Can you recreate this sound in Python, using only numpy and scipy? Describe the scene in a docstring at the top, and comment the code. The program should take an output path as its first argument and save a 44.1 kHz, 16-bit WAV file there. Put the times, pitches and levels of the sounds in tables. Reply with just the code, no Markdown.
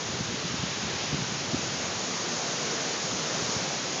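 """A gale roars over open ground in a dust storm, heard from a vehicle's shelter via one small microphone.
A broad rush of air past nearby edges runs above it; the hiss of blown dust swells as the wind builds.
Eddies reach the microphone as a low flutter and as short, soft thumps.
Each steady layer is shaped noise with random patches; each thump is a pressure swing in churning air."""
import sys
import numpy as np
from scipy import signal
from scipy.fft import rfft, irfft
from scipy.io import wavfile

SR = 44100
rng = np.random.default_rng(int(sys.argv[2]) if len(sys.argv) > 2 else 0)


def transcribe(signal):
    """Save signal, clipped to [-1, 1], as a 16-bit WAV file at the path in sys.argv[1]."""
    frames = np.atleast_2d(signal).T
    limited = np.clip(frames, -1, 1)
    pcm = np.round(limited * 32767).astype(np.int16)
    wavfile.write(sys.argv[1], SR, pcm)


N = 176400

# gale strength: t/s, level/dB
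GALE_DB = [(0, -2.5), (.45, -4), (1, -3.5), (1.6, -1.56), (2.05, -0.6), (2.4, .2), (2.8, .5), (3.15, -0.2),
           (3.55, 1.15), (3.8, -0.7), (4, -0.6)]
# mid-treble rush: t/s, level/dB
RUSH_DB = [(0, -37.5), (.45, -36), (.9, -34.5), (1.25, -35.5), (2.1, -37), (2.8, -36.5), (3.55, -36),
           (4, -37)]
# turbulence at the microphone: t/s, level/dB
FLUTTER_DB = [(0, -40.5), (.24, -40), (.42, -43), (.58, -39), (.75, -42), (.9, -40), (1, -44), (1.17, -35),
              (1.33, -43), (1.8, -43.5), (2.15, -48.5), (2.6, -55.5), (2.98, -50), (3.12, -42),
              (3.3, -49.5), (3.47, -41.5), (3.7, -48), (4, -54)]
# eddies hitting the microphone: t/s, swing peak level/dB, f/Hz
EDDIES = [(.208, -19, 165), (.289, -26, 140), (0.344, -25.5, 200), (0.504, -29, 140), (.542, -25, 220),
          (0.631, -27, 140), (0.639, -21, 190), (.838, -24.5, 210), (1.131, -22.5, 160), (1.145, -21, 230),
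          (1.19, -24, 170), (1.223, -23, 149), (1.323, -27.5, 191), (1.536, -24, 188), (1.547, -15.5, 250),
          (1.594, -24.5, 240), (3.13, -27, 230), (3.425, -28.5, 160), (3.492, -27, 200), (3.567, -25, 125)]
# noise spectra: f/Hz, relative level/dB
ROAR_SPECTRUM = [(25, -66), (70, -28.5), (105, -9.5), (155, 2), (300, -0.46), (490, 0.1), (700, -2.5),
                 (1250, -6), (2000, -10.5), (4000, -20.5), (9000, -37)]
RUSH_SPECTRUM = [(200, -26), (600, -6.5), (1200, -1), (2000, -1.2), (3300, 0.5), (4400, -1), (5500, -2),
                 (9300, -7), (10000, -58.5)]
DUST_SPECTRUM = [(800, -26.5), (2000, -15), (3500, -7), (4500, -4), (5200, -1.5), (6000, 0.1), (6700, 1.5),
                 (9300, -0.5), (10000, -59.5)]
FLUTTER_SPECTRUM = [(15, -72), (28, -45.5), (50, -23), (90, -3), (140, 1.5), (220, -5), (350, -11),
                    (600, -23), (2000, -48)]
# microphone treble response: f/Hz, level/dB
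MIC_RESPONSE = [(6800, 0.5), (7100, -6.5), (7500, -20.5), (7800, -30), (8050, -36), (8700, -34),
                (9150, -44.5)]

HOP_SAMPLES, FRAME_SAMPLES = 128, 1024


def amp(db):
    """dB to gain."""
    return 10 ** (np.asarray(db) / 20)


def unit_rms(x):
    """Scale to rms 1."""
    return x / np.sqrt(np.mean(x ** 2) + 1e-20)


def over_hz(spectrum, f_hz):
    """Spectrum in dB, interpolated over log frequency."""
    knots_hz, level_db = np.transpose(spectrum)
    return np.interp(np.log(f_hz + 1), np.log(knots_hz), level_db)


def over_time(curve):
    """Curve interpolated at every sample."""
    return np.interp(np.arange(N) / SR, *np.transpose(curve))


def add(mix, start_s, sound):
    """Mix a sound in at start_s."""
    part = mix[max(round(start_s * SR), 0):][:len(sound)]
    part += sound[:len(part)]


def patches(shape, span_s, span_hz):
    """Smooth random hills over frequency and time, rms 1."""
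    cycles_per_hz = np.fft.fftfreq(shape[0], SR / FRAME_SAMPLES)[:, None]
    cycles_per_s = np.fft.fftfreq(shape[1], HOP_SAMPLES / SR)
    blur = np.exp(-(cycles_per_hz * span_hz) ** 2 - (cycles_per_s * span_s) ** 2)
    white = np.fft.fft2(rng.standard_normal(shape))
    return unit_rms(np.fft.ifft2(white * blur).real)


def airflow(spectrum, patch_db, patch_s, patch_hz):
    """Turbulent coloured noise with patches that come and go, rms 1."""
    framing = dict(nperseg=FRAME_SAMPLES, noverlap=FRAME_SAMPLES - HOP_SAMPLES)
    frames = signal.stft(rng.standard_normal(N), **framing)[2]
    patch_gain = amp(patch_db * patches(frames.shape, patch_s, patch_hz))
    patchy = signal.istft(frames * patch_gain, **framing)[1][:N]
    colour = amp(over_hz(spectrum, np.fft.rfftfreq(N, 1 / SR)))
    return unit_rms(irfft(rfft(patchy) * colour, N))


def roar(base_db=-35.5, db_per_gale_db=0.9):
    """Body of the gale over ground and trees."""
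    gain = amp(base_db + db_per_gale_db * over_time(GALE_DB))
    return gain * airflow(ROAR_SPECTRUM, patch_db=1.0, patch_s=0.12, patch_hz=350)


def rush():
    """Air tearing past nearby edges, with its own swells."""
    return amp(over_time(RUSH_DB)) * airflow(RUSH_SPECTRUM, patch_db=0.58, patch_s=0.21, patch_hz=600)


def dust(base_db=-33, db_per_gale_db=1.28):
    """Fine hiss of blown dust, rising with the gale."""
    gain = amp(base_db + db_per_gale_db * over_time(GALE_DB))
    return gain * airflow(DUST_SPECTRUM, patch_db=0.55, patch_s=0.09, patch_hz=700)


def flutter():
    """Lumpy low noise of air moving over the microphone."""
    gain = amp(over_time(FLUTTER_DB))
    return gain * airflow(FLUTTER_SPECTRUM, patch_db=2.1, patch_s=0.038, patch_hz=500)


def thumps(half_width_cycles=0.32, churn_db=-17.5, churn_s=0.011, highpass_hz=68):
    """Each eddy: one quick pressure swing inside a brief churn of air."""
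    pressure = np.zeros(N)
    turbulence = airflow(FLUTTER_SPECTRUM, patch_db=1, patch_s=0.03, patch_hz=500)
    half_samples = SR // 16
    t_s = np.arange(-half_samples, half_samples) / SR
    for (centre_s, level_db, f_hz), phase_cycles in zip(EDDIES, rng.random(len(EDDIES))):
        cycles = f_hz * t_s
        swing = np.sin(2 * np.pi * (cycles + phase_cycles)) / (1 + (cycles / half_width_cycles) ** 2)
        swing /= abs(swing).max()
        local_air = np.roll(turbulence, half_samples - round(centre_s * SR))[:len(t_s)]
        churn = amp(churn_db) * np.exp(-abs(t_s) / churn_s) * local_air
        add(pressure, centre_s - half_samples / SR, amp(level_db) * (swing + churn))
    highpass = signal.butter(4, highpass_hz, "high", fs=SR, output="sos")
    return signal.sosfilt(highpass, pressure)


def scene():
    """All wind at one microphone, both channels equal."""
    return np.tile(roar() + rush() + dust() + flutter() + thumps(), (2, 1))


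def record(dry):
    """Microphone treble roll-off, then band limit."""
    mic_gain = amp(over_hz(MIC_RESPONSE, np.fft.rfftfreq(2 * N, 1 / SR)))
    dull = irfft(rfft(dry, 2 * N) * mic_gain)[:, :N]
    lowpass = signal.firwin(1023, cutoff=9200, window=("kaiser", 9), fs=SR)
    return signal.oaconvolve(dull, lowpass[None], "same")


dry = scene()
out = record(dry)
transcribe(out)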